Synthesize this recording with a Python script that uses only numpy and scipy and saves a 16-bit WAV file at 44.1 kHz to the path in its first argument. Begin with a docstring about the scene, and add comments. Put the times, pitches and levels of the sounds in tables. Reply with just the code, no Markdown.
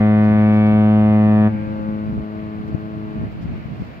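"""A ship's horn holds one deep note across a harbour at night and shuts off abruptly.
Its diaphragm pulses out a stack of harmonics; when the valve shuts, the treble dies before the bass.
The note lingers in echoes from a near hull, a pier, the quays and the far shore, each ending in turn.
Wind buffets the microphone ports, over distant machinery, a little lapping water and faint hiss."""
import sys
import numpy as np
from scipy.fft import rfft, irfft, next_fast_len
from scipy.io import wavfile
from scipy.ndimage import uniform_filter1d, map_coordinates

SR = 44100
rng = np.random.default_rng(int(sys.argv[2]) if len(sys.argv) > 2 else 0)


def log_audio(samples):
    """Write samples as a 16-bit WAV file to the path given in sys.argv[1]."""
    # one column per channel
    frames = np.atleast_2d(samples).T
    # limit to full scale, then quantise
    limited = np.clip(frames, -1, 1)
    pcm = np.round(limited * 32767).astype(np.int16)
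    wavfile.write(sys.argv[1], SR, pcm)


N = 176400
TIME = np.arange(N) / SR
EARS = np.array([[.5], [-.5]])  # half of a left-right difference for each side
STOP_S = 1.474  # the horn's valve shuts


def amp(db):
    """Decibels to gain."""
    return 10 ** (np.asarray(db) / 20)


def unit(x):
    """Scaled to rms 1."""
    return x / np.sqrt(np.mean(x ** 2) + 1e-20)


def along(points, hz):
    """Read a curve of (Hz, value) points on a log frequency axis."""
    freqs, values = np.transpose(points)
    return np.interp(np.log(hz + 1), np.log(freqs + 1), values)


def curves(rows):
    """One automation curve for each column after the time."""
    times, *columns = np.transpose(rows)
    return [np.interp(TIME, times, column) for column in columns]


def wobble(rate):
    """A smooth random curve, rate knots a second."""
    times = np.linspace(0, N / SR, num=1000)
    knots = rng.standard_normal(512)
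    return np.interp(TIME, times, map_coordinates(knots, [times * rate + 2], mode="wrap"))


def filtered(x, response):
    """x through a complex frequency response."""
    size = next_fast_len(N + SR // 2)
    return irfft(rfft(x, size) * response(np.fft.rfftfreq(size, 1 / SR)), size)[..., :N]


def noise(spectrum):
    """Two unrelated coloured noises of rms 1."""
    return unit(filtered(rng.standard_normal((2, N)), lambda hz: amp(along(spectrum, hz))))


def left_lead(hz, lead_ms):
    """Phase shifts that bring a sound to the left ear earlier."""
    return np.exp(2j * np.pi * hz * lead_ms * EARS / 1000)


# Airy noise floor. Each row: frequency in Hz, relative level in dB.
HISS_TONE = [(1000, -9.5), (7000, -11), (9000, -15.5), (11500, -1), (15500, -2)]

def hiss():
    """The microphone's own steady hiss."""
    return amp(-71.5) * noise(HISS_TONE)


# Colour of the machinery bed. 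Each row: frequency in Hz, relative level in dB.
MACHINERY_TONE = [(30, -10.5), (52, 7), (100, 1), (300, 4), (520, 2.5), (680, 5), (820, -1.5), (1300, -3),
                  (1800, -6.5), (2400, -9), (2900, -12), (3400, -17), (4500, -20), (5300, -28),
                  (6200, -33.5), (7500, -36), (9000, -51.5), (15000, -62.5)]
# Its fader ride. Each row: time in seconds, level in dB.
MACHINERY_LEVEL = [(0, -39.5), (1.4, -42), (2, -42), (2.8, -43), (3.3, -42), (4, -42)]
# Its width, narrow in the bass. Each row: frequency in Hz, left-right likeness from 0 to 1.
MACHINERY_ALIKE = [(100, 0.94), (1000, 0.34), (2400, 0.49), (4500, 0.1), (8000, .1)]

def machinery():
    """Far machinery blurs into an even rush that reaches the left ear first."""
    def width(hz):
        angle = np.arccos(along(MACHINERY_ALIKE, hz)) / 2
        return np.array([np.cos(angle), np.sin(angle)])

    level_db, = curves(MACHINERY_LEVEL)
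    mid, side = filtered(noise(MACHINERY_TONE), width)
    rush = filtered(np.array([mid + side, mid - side]), lambda hz: left_lead(hz, lead_ms=0.4))
    return amp(level_db + .5 * wobble(6.4)) * unit(rush)


# Small laps. Each row: centre in seconds, level in dB, half-length in seconds.
LAPS = [(.25, -61, .018), (.42, -66, .012), (.55, -63, .04), (.67, -65, .02), (1.25, -63, .014),
        (2.685, -62, .012), (3.325, -65, .012), (3.428, -60, .018), (3.85, -66, .14)]
# Bright fizz of a lap, and duller slosh. Each row: frequency in Hz, relative level in dB.
FIZZ_TONE = [(1000, -35), (3000, -8), (5000, 0), (6200, -10.5), (7500, -11.5), (9000, -22.5),
             (15000, -17.5)]
SLOSH_TONE = [(500, -60), (1400, -13), (2300, 1.5), (3200, -19.5), (5000, -70)]

def water(slosh_db=-56, slosh_swing_db=4, drop_samples=90, drop_scatter_db=4):
    """Faint laps fizz with droplets against the quay, over small sloshing waves."""
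    laps = sum(amp(db) * np.exp(-((TIME - centre) / half) ** 2) for centre, db, half in LAPS)
    slosh = unit(noise(SLOSH_TONE) * amp(slosh_swing_db * wobble(7)))
    drops = np.repeat(rng.standard_normal(N // drop_samples + 1), drop_samples)[:N]
    fizz = unit(noise(FIZZ_TONE) * amp(drop_scatter_db * uniform_filter1d(drops, drop_samples)))
    return amp(slosh_db) * slosh + laps * fizz


# The gusts. Each row: time in seconds, level in dB.
GUSTS = [(0, -36), (.24, -36), (.3, -25.5), (.4, -32.5), (.66, -32), (.73, -28), (.9, -36), (1.28, -32),
         (1.45, -31.5), (1.9, -30), (2, -34), (2.18, -22), (2.27, -40), (2.62, -30), (2.71, -27),
         (2.82, -33.5), (3.11, -33.5), (3.19, -24), (3.3, -31), (3.42, -28), (3.53, -26), (3.62, -33),
         (3.77, -31.5), (3.82, -24), (3.85, -37), (4, -38)]
# Their rumble. Each row: frequency in Hz, relative level in dB.
BUFFET_TONE = [(20, -41.5), (35, -31.5), (50, -7), (90, -1), (160, -1), (230, -5.5), (320, -15.5),
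               (450, -28), (700, -32), (1200, -46.5), (3000, -77)]

def wind(turbulence_db=1.8, pan_db=-0.5):
    """Turbulence makes lumpy low buffeting, different at each port."""
    level_db, = curves(GUSTS)
    lumps = amp(turbulence_db * np.array([wobble(22), wobble(22)]))
    return amp(level_db + pan_db * EARS) * unit(lumps * noise(BUFFET_TONE))


# Wind pops. Each row: centre in seconds, peak in dB before the low cut, half-width in ms,
# left minus right in dB.
THUMPS = [(1.679, -19, 1.5, 13), (1.796, -15.5, 1.3, -17), (1.892, -16, 1.8, 19), (1.918, -23, 2.5, 8),
          (2.129, -13, 1.9, 21), (2.21, -23, 3.5, 7), (2.699, -22, 1.6, 13), (2.749, -5, 1.7, 22),
          (2.975, -17.5, 1.7, -11), (3.18, -16.5, 1.48, -13), (3.239, -15, 1.6, 19),
          (3.457, -12.5, 2.04, 27), (3.537, -20, 2.1, 1), (3.659, -17.5, 2.6, 10), (3.802, -25, 1.7, 3),
          (3.822, -12.5, 1.64, 21)]

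def thumps(low_cut_hz=56):
    """Each eddy is one push and pull of pressure, weaker at the far port; the ports cut the sub-bass."""
    pressure = np.zeros((2, N))
    for centre, db, width_ms, pan_db in THUMPS:
        passage = np.tanh((TIME - centre) * 1000 / width_ms)
        pulse = -passage * (1 - passage ** 2) * np.sqrt(27 / 4)  # peaks at 1
        pressure += amp(db + pan_db * EARS - abs(pan_db) / 2) * pulse
    return filtered(pressure, lambda hz: hz ** 2 / (hz ** 2 + low_cut_hz ** 2))


# The near-steady note behind horn and echoes. Each row: time in seconds, pitch in Hz.
PITCH = [(0, 106.3), (.3, 106.4), (.6, 106.4), (.9, 106.7), (1.15, 106.5), (1.45, 106.4)]
ROOT_HZ = PITCH[0][1]

def partials(top_hz):
    """Frequency and rotating phase of each harmonic of the horn's diaphragm."""
    pitch, = curves(PITCH)
    turn = np.exp(2j * np.pi * np.cumsum(pitch) / SR).astype(np.complex64)
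    wave = -np.sqrt(2) * np.ones(N, np.complex64)
    for harmonic in range(1, int(top_hz / ROOT_HZ) + 1):
        wave = wave * turn
        yield harmonic * ROOT_HZ, wave


def fading(depth, rate, quadrature_rate):
    """A partial wavers in level and phase on its way, keeping its average power."""
    return (1 + depth * (wobble(rate) + 1j * wobble(quadrature_rate))) / np.sqrt(1 + 2 * depth ** 2)


def arrival(wave, hz, phase, lead_ms, pan_db, spread_ms=0.43):
    """A partial at the two ears, its phase bent so that each pulse smears."""
    smear = np.exp(1j * phase - 2j * np.pi * np.sqrt(hz * spread_ms / 1000))
    return (wave * smear * amp(pan_db * EARS) * left_lead(hz, lead_ms)).real


def release(stop_s, t60):
    """Held until stop_s, then falling 60 dB every t60 seconds."""
    return amp(-60 * np.maximum(TIME - stop_s, 0) / t60)


def echo(path, tone, phase, flutter_rate, linger_db, linger_t60=4.2, steady_below_hz=795):
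    """The note off one reflector wavers, ends late by its path's delay and leaves a scattered tail."""
    delay, t60, lead_ms, pan_db, waver = path
    out = np.zeros((2, N))
    for hz, wave in partials(top_hz=3000):
        depth = waver * hz / np.hypot(hz, steady_below_hz)
        reflected = wave * fading(depth, flutter_rate, flutter_rate) * amp(along(tone, hz))
        scatter = rng.standard_normal() * hz / steady_below_hz * (hz > steady_below_hz)
        out += arrival(reflected, hz, phase + scatter, lead_ms, pan_db)
    tail = amp(linger_db) * release(STOP_S + delay, linger_t60)
    return out * np.maximum(release(STOP_S + delay, t60), tail)


# Echo paths. Each lists: delay in seconds, 60 dB release in seconds, left ear's lead in ms,
# left minus right in dB, depth of the waver.
HULL_PATH = (0.077, 0.14, -0.11, 0.048, 0.095)
PIER_PATH = (0.38, .2, 0.38, 1.4, 0.35)
QUAY_PATH = (0.42, 1.53, 0.43, 1.9, 0.32)
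SHORE_PATH = (1.775, 0.23, 0.36, 3.4, 0.24)
# Colour of each echo. Each row: frequency in Hz, level of a partial in dB.
HULL_TONE = [(106, -40), (213, -16.5), (320, -44), (530, -48), (750, -48), (1000, -62), (3000, -75)]
PIER_TONE = [(106, -52.5), (213, -34), (320, -46), (430, -45), (530, -67), (640, -41), (750, -66),
             (3000, -97)]
QUAY_TONE = [(106, -40.5), (213, -27.5), (320, -44), (430, -61.5), (530, -39), (640, -62.5), (750, -58),
             (850, -45.5), (960, -57.5), (1170, -57.5), (1280, -58), (1490, -52.5), (1600, -50),
             (1720, -64), (2300, -69), (2900, -76.5)]
SHORE_TONE = [(106, -40.5), (213, -33), (320, -37.5), (430, -43), (530, -56.5), (640, -44.5), (750, -60.5),
              (850, -55), (960, -58), (1170, -51.5), (1280, -62), (1490, -56), (1800, -64), (3000, -85)]

def echoes():
    """Four reflectors answer; the pier, opposite in phase, partly cancels the shore's low partials."""
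    return (echo(HULL_PATH, HULL_TONE, phase=np.pi, flutter_rate=0.81, linger_db=-31)
            + echo(PIER_PATH, PIER_TONE, phase=-np.pi / 2, flutter_rate=6.6, linger_db=-32)
            + echo(QUAY_PATH, QUAY_TONE, phase=np.pi / 2, flutter_rate=4.55, linger_db=-25)
            + echo(SHORE_PATH, SHORE_TONE, phase=np.pi / 2, flutter_rate=5.3, linger_db=-8))


# The horn's body, then its brassy edge. Each row: frequency in Hz, relative level of a partial in dB.
HORN_BODY = [(106, -17), (213, -8), (319, -27), (426, -30), (532, -30), (639, -29.5), (745, -30),
             (852, -44.5), (958, -38), (1065, -42), (1171, -39), (1278, -44.5), (1384, -48.5), (1490, -41)]
HORN_EDGE = [(1600, -53.5), (1700, -42.5), (1810, -42), (1920, -50.5), (2050, -41), (2250, -47),
             (2450, -48.5), (2850, -57), (3100, -58), (3600, -61), (4300, -74), (5500, -83)]
# Slow swells over the water. Each row: time in seconds, then gain in dB for each of four upper bands.
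SWELLS = [(0, 2, 3.5, -1, 0), (.38, -.5, -0.5, 1, 0), (.65, -1.5, -5.5, 5, 1.8), (.95, -4, -7, 0, 0.059),
          (1.15, -3, -4, -6, -1.9), (1.42, 0.5, -11.5, -3.5, -1.5)]
# Where those bands begin, in Hz.
SWELL_BANDS_HZ = [1330, 1970, 2190, 2400]
# Stereo image. Each row: frequency in Hz, left minus right in dB.
HORN_PAN = [(106, -0.2), (213, 1.5), (320, 5), (430, -0.5), (530, 0), (640, 4.5), (745, -3), (850, -0.5),
            (1170, 1.5), (1280, 1), (1500, 3), (2400, 2.5), (3300, -4)]
# Shimmer, strongest on top. Each row: frequency in Hz, depth of the waver.
HORN_WAVER = [(200, .01), (700, .05), (1100, .12), (1600, .25), (3000, .38)]

def horn(gain_db=-1, flare_db=2, flare_s=0.11, flare_above_hz=900, bass_t60=0.45, treble_t60=0.071):
    """Steady pulses from the diaphragm; high partials fade in and out on the way and stop soonest."""
    swells = [0] + curves(SWELLS)
    flare = flare_db * np.exp(np.minimum(TIME - STOP_S, 0) / flare_s)  # brightens just before the stop
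    out = np.zeros((2, N))
    for hz, wave in partials(top_hz=5400):
        swell_db = swells[np.searchsorted(SWELL_BANDS_HZ, hz)] + flare * (hz > flare_above_hz)
        level = amp(gain_db + along(HORN_BODY + HORN_EDGE, hz) + swell_db)
        shimmer = fading(along(HORN_WAVER, hz), rate=3.15, quadrature_rate=2.7)
        scatter = 0.75 * rng.standard_normal() * (hz > 600)  # radians, picked up over the water
        t60 = treble_t60 + (bass_t60 - treble_t60) * ROOT_HZ / hz
        partial = wave * shimmer * level * release(STOP_S, t60)
        out += arrival(partial, hz, scatter, lead_ms=-0.13, pan_db=along(HORN_PAN, hz))
    return out


def scene(attack_s=.005):
    """Horn and echoes come in together, in front of wind, machinery, water and hiss."""
    attack = np.sin(np.pi / 2 * np.minimum(TIME / attack_s, 1)) ** 2
    note = (horn() + echoes()) * attack
    return note + wind() + thumps() + machinery() + water() + hiss()


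def record(dry, top_hz=15750):
    """A brick-wall high cut on the whole mix."""
    return filtered(dry, lambda hz: hz < top_hz)


dry = scene()
out = record(dry)
log_audio(out)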